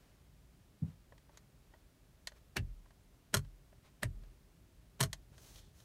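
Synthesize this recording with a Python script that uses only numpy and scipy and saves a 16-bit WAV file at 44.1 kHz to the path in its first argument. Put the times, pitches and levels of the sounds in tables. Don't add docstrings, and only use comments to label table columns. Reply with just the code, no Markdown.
import sys
import numpy as np
from scipy import signal
from scipy.fft import rfft, irfft, next_fast_len
from scipy.io import wavfile
from scipy.ndimage import map_coordinates

SR = 44100
rng = np.random.default_rng(int(sys.argv[2]) if len(sys.argv) > 2 else 0)


def unload_wav(signal):
    wavfile.write(
        sys.argv[1],
        SR,
        np.round(np.clip(np.atleast_2d(signal).T, -1, 1) * 32767).astype(np.int16),
    )


N = 257544

# t/s, relative level/dB, time over the cam/s,
# time for the crack to fade by 60 dB/s, thump level/dB, thump pitch factor, extra deep boom/dB
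PUSHES = [(2.5694, -20, 0.0065, 0.011, -30.5, 0.9, 1), (4.0322, -22.5, 0.0036, 0.015, -35, 0.93, 3.5)]
# t/s, relative level/dB, time to the rebound/s, rebound/dB, follower/dB,
# follower's loss per bounce/dB, extra ring f/Hz, thump level/dB, thump pitch factor, extra deep boom/dB
RELEASES = [(3.3415, -20, 0.0275, -8, 0, 10.5, 1405, -29, 0.97, -5.5),
            (5.0050, -24.5, 0.0235, -1.5, 4, 3, 1000, -30, 1, -6)]
# f/Hz, level/dB
RUB_TONE = [(200, 11), (700, 6), (2000, 0.5), (4000, -2.5), (7000, -8.5), (16000, -18)]


def amp(db):
    return 10 ** (np.asarray(db) / 20)


def unit(x):
    return x / np.sqrt(np.mean(x ** 2) + 1e-20)


def along(points, hz):
    freqs, values = np.transpose(points)
    return np.interp(np.log(hz + 1), np.log(freqs + 1), values)


def wobble(rate):
    return map_coordinates(rng.standard_normal(int(N * rate / SR) + 4), [np.arange(N) * rate / SR])


def add(track, s, sound):
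    part = track[round(s * SR):][:len(sound)]
    part += sound[:len(part)]


def filtered(x, response):
    size = next_fast_len(len(x) + SR // 4)
    return irfft(rfft(x, size) * response(np.fft.rfftfreq(size, 1 / SR)), size)[:len(x)]


def noise(tone):
    return unit(filtered(rng.standard_normal(N), lambda hz: amp(along(tone, hz))))


def causal(gain):
    cepstrum = irfft(np.log(np.maximum(gain, 1e-6)))
    half = len(cepstrum) // 2
    cepstrum[1:half] *= 2
    cepstrum[half + 1:] = 0
    return np.exp(rfft(cepstrum))


def swell(rise, sharpness):
    t = np.arange(SR // 2 + SR // 4) / SR
    return (t / rise * np.exp(1 - t / rise)) ** sharpness


def swing(hz, rise, sharpness):
    envelope = swell(rise, sharpness)
    return envelope * np.sin(2 * np.pi * hz * np.arange(len(envelope)) / SR)


def strokes(rows):
    t = np.arange(N) / SR
    return sum(amp(db) * np.exp(-((t - s) / half) ** 2) for s, db, half in rows)


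def resonances(modes, hz):
    power = 0
    for centre, width, db in modes:
        loss = (hz * width) ** 2
        power = power + amp(db) ** 2 * loss / ((centre ** 2 - hz ** 2) ** 2 + loss)
    return np.sqrt(power)


def background():
    # f/Hz, level/dB
    rumble_tone = [(12, -43), (22, -24.5), (33, -2.5), (52, 3.5), (78, -5), (120, -4), (170, -8.5),
                   (280, -21.5), (400, -17), (600, -55), (900, -100)]
    hiss_tone = [(150, -24), (250, -2), (313, -3), (354, -14), (393, -9.5), (607, -7.5), (710, -10),
                 (816, -12), (938, -13), (1950, -16), (2440, -17), (16000, -24.5)]
    # t/s, level/dB, half length/s
    arm_shifts = [(4.17, -57.5, 0.15), (5.45, -61.5, 0.4)]
    drifting_level = amp(-64.5 - 0.5 * wobble(rate=1.8))
    rumble = np.hypot(drifting_level, strokes(arm_shifts)) * noise(rumble_tone)
    return rumble + amp(-72.5) * noise(hiss_tone)


def cabin_echo(size):
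    # f/Hz, time to fade by 60 dB/s
    fade_times = [(300, 0.11), (1500, 0.069), (5000, 0.067), (14000, 0.057)]
    hz, t, spectrum = signal.stft(rng.standard_normal(size), SR, nperseg=128)
    fade = amp(-60 * t / along(fade_times, hz)[:, None])
    echo = signal.istft(spectrum * fade, SR, nperseg=128)[1][:size]
    echo *= 1 - np.exp(-np.arange(size) / SR / 0.002)
    return echo / np.linalg.norm(echo)


def hand_rubs():
    # t/s, level/dB, half length/s
    brushes = [(0.04, -73, 0.17), (0.893, -70.5, 0.048), (1.35, -70, 0.031), (1.74, -76, 0.12),
               (2.37, -67, 0.02), (3.865, -66, 0.03), (4.25, -75.5, 0.11), (5.34, -68, 0.019)]
    slides = [(5.465, -61.5, 0.087), (5.57, -65.5, 0.04), (5.80, -67.5, 0.052)]
    catches = [(5.560, -57.5, 0.003), (5.582, -64, 0.018), (5.62, -71, 0.077)]
    # f/Hz, level/dB
    slide_tone = [(150, -15), (350, -3), (600, -4), (1500, -9), (3000, -8), (4200, -5.5), (5000, -7.5),
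                  (6200, -2), (7600, -8.5), (10000, -9), (13500, -12), (16000, -12)]
    catch_tone = [(1500, -13), (2700, -14), (3300, -1.5), (4500, -7), (6500, -10.5), (14000, -24)]
    grain = amp(0.9 * wobble(rate=190))
    brushing = strokes(brushes) * noise(RUB_TONE)
    sliding = strokes(slides) * noise(slide_tone)
    catching = strokes(catches) * noise(catch_tone)
    return brushing + grain * (sliding + catching)


def rim_bump(start_s=0.815, level_db=-28, rebound_s=0.055, loss_db=14):
    # f/Hz, level/dB, time to full swing/s, sharpness of the swell
    rim_modes = [(251.6, -14, 0.014, 2.4), (152, 1, 0.016, 8.1), (91.5, -7.5, 0.029, 10.6),
                 (178, -10.5, 0.04, 24)]
    # f/Hz, level/dB
    pat_tone = [(120, 8), (350, 5), (650, -6), (1200, -16), (3000, -47), (8000, -60)]
    thuds, pat = np.zeros(N), np.zeros(N)
    thud = sum(amp(db) * swing(hz, rise, sharpness) for hz, db, rise, sharpness in rim_modes)
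    for k in range(3):
        add(thuds, start_s + k * rebound_s, amp(level_db - k * loss_db) * thud)
    add(pat, start_s, amp(level_db - 29) * swell(rise=0.018, sharpness=1.1))
    return thuds + pat * noise(pat_tone)


def column_thumps():
    # f/Hz, level/dB, time to full swing/s, sharpness of the swell
    column_modes = [(198, -12.5, 0.0073, 2.8), (125.7, 0, 0.031, 5.2), (94.9, -7.5, 0.039, 2.14),
                    (146, -15, 0.055, 3), (57.1, -14, 0.044, 0.9), (42.5, -14.5, 0.11, 2.6)]
    # f/Hz, level/dB
    trim_tone = [(18, -30), (40, 1), (70, -32), (110, 7.5), (200, -7.5), (330, -17), (600, -39),
                 (1500, -90)]
    boom, shake = np.zeros(N), np.zeros(N)
    for s, *_, thump_db, pitch, boom_db in PUSHES + RELEASES:
        start = s - 0.0035
        add(shake, start, amp(thump_db - 6.5) * swell(rise=0.015, sharpness=0.66))
        for hz, mode_db, rise, sharpness in column_modes:
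            depth = np.clip(np.log2(120 / hz), 0, 1)
            gain = amp(thump_db + mode_db + depth * boom_db)
            add(boom, start, gain * swing(hz * pitch, rise, sharpness))
    return boom + shake * noise(trim_tone)


def contacts(hits, tone, modes, fade_s, ring_db, cabin_db, gain_db, size=8192):
    # f/Hz, level/dB
    dashboard = [(280, -2.5), (400, 2.5), (465, -6.5), (560, 5.5), (640, 1.5), (790, -7.5), (950, 0)]
    out, t, hz = np.zeros(N), np.arange(size) / SR, np.fft.rfftfreq(size, 1 / SR)
    broad = unit(amp(along(tone, hz)))
    ring = amp(ring_db) * unit(resonances(modes, hz))
    body = np.hypot(broad, ring) * amp(along(dashboard, hz))
    body /= np.hypot(1, (hz / 14000) ** 10)
    octaves = np.log2(np.maximum(hz, 600) / 600)
    for s, db, brightness in hits:
        rise_s = 0.00005 + 0.00009 * max(-brightness, 0)
        crack = rng.standard_normal(size) * amp(-60 * t / fade_s) * (1 - np.exp(-t / rise_s))
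        blow = crack / np.linalg.norm(crack) + amp(cabin_db) * cabin_echo(size)
        colour = unit(body * amp(brightness * octaves))
        add(out, s, amp(db + gain_db) * irfft(rfft(blow) * causal(colour)))
    return out


def finger_ticks():
    # t/s, relative level/dB, brightness/dB per octave
    touches = [(1.122, -48.5, -12.5), (1.179, -58, -2.5), (1.293, -51.5, -12), (1.373, -48.5, 0),
               (1.737, -50, -11), (2.272, -33.5, 0.8), (2.319, -54, -5), (2.858, -58.5, -9),
               (2.906, -57, -7), (3.448, -61, -3.5), (3.726, -59.5, -9), (4.235, -61, -4),
               (5.130, -33, 1.4), (5.380, -53, 0), (5.802, -57, 0.5)]
    # f/Hz, level/dB
    tick_tone = [(100, -11), (350, -5.5), (1200, 2.5), (2000, -28), (2550, -11), (3300, 3), (8500, -4.5),
                 (12000, -10), (16000, -27)]
    # f/Hz, width/Hz, level/dB
    lever_modes = [(660, 74, -4), (850, 160, -1.5), (1690, 270, 1), (1930, 170, 0.5), (3150, 450, -3.5),
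                   (4160, 480, -2), (6400, 560, -4.5)]
    return contacts(touches, tick_tone, lever_modes, fade_s=0.024, ring_db=3.5, cabin_db=-8, gain_db=18)


def cam_scrapes(lead_s=0.0036, level_db=-46, half_length_s=0.0057):
    scrapes = [(s - lead_s, level_db, half_length_s) for s, *_ in PUSHES + RELEASES]
    return strokes(scrapes) * noise(RUB_TONE)


def lever_pushes():
    # share of the travel still to go, relative level/dB, brightness/dB per octave
    cam_steps = [(0.93, -14.5, -1), (0.37, -5.5, 3.5), (0.037, 0, 1)]
    # f/Hz, level/dB
    click_tone = [(100, -1), (300, 1.5), (1000, -18), (2000, 3), (3500, -7), (6000, -9.5), (12000, -19.5),
                  (16000, -37)]
    # f/Hz, width/Hz, level/dB
    lower_modes = [(398, 49, 1.5), (664, 68, -4), (826, 54, -1), (1730, 170, 0.5), (2220, 440, -12),
                   (2670, 260, -2.5), (4400, 400, -14), (8800, 600, -29)]
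    upper_modes = [(332, 35, 3), (675, 190, 2), (1340, 110, -2), (1795, 160, 4), (2700, 200, -10),
                   (6400, 300, -18), (8370, 350, -9), (11100, 360, -15)]
    out = np.zeros(N)
    for (s, db, travel, fade_s, *_), modes in zip(PUSHES, (lower_modes, upper_modes)):
        clicks = [(s - share * travel, db + step_db, bright) for share, step_db, bright in cam_steps]
        clicks.append((s + 0.022, db - 25, 0))
        out += contacts(clicks, click_tone, modes, fade_s, ring_db=8, cabin_db=-6.5, gain_db=13)
    return out


def lever_returns(brightness=1.9, follower_lag_s=0.0045, lag_growth=1.5):
    # f/Hz, level/dB
    strike_tone = [(100, -42), (300, 2), (800, 9.5), (1400, 6), (2500, -2.5), (7000, -4), (12000, -16),
                   (16000, -61)]
    # f/Hz, width/Hz, level/dB
    centre_modes = [(418, 31, 3.5), (656, 33, 3.5), (1090, 92, 2), (1450, 80, -4.5), (1740, 360, -1),
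                    (3140, 230, -3.5), (4210, 250, -3), (5500, 220, -8), (6400, 450, -7),
                    (8270, 1600, -10.5), (11340, 610, -10)]
    out = np.zeros(N)
    for s, db, flight, rebound_db, follower_db, loss_db, ring_hz, *_ in RELEASES:
        rebound = (s + flight, db + rebound_db)
        settle = (s + flight + 0.81 * flight, db + rebound_db - 19.5)
        strikes = []
        for k, (at, level) in enumerate([(s, db), rebound, settle]):
            lag = follower_lag_s * lag_growth ** k
            strikes.append((at, level, brightness))
            strikes.append((at + lag, level + follower_db - k * loss_db, brightness))
        knocks = [(at + 0.002277, level - 11, -3) for at, level, _ in strikes[:2]]
        modes = centre_modes + [(ring_hz, 124, 1)]
        out += contacts(strikes + knocks, strike_tone, modes,
                        fade_s=0.016, ring_db=6.5, cabin_db=-6.5, gain_db=16)
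    return out


def scene():
    lever = finger_ticks() + lever_pushes() + lever_returns() + cam_scrapes()
    return (lever + column_thumps() + rim_bump() + hand_rubs() + background())[None]


def record(dry, top_hz=15700):
    return np.array([filtered(x, lambda hz: 1 / np.sqrt(1 + (hz / top_hz) ** 200)) for x in dry])


dry = scene()
out = record(dry)
unload_wav(out)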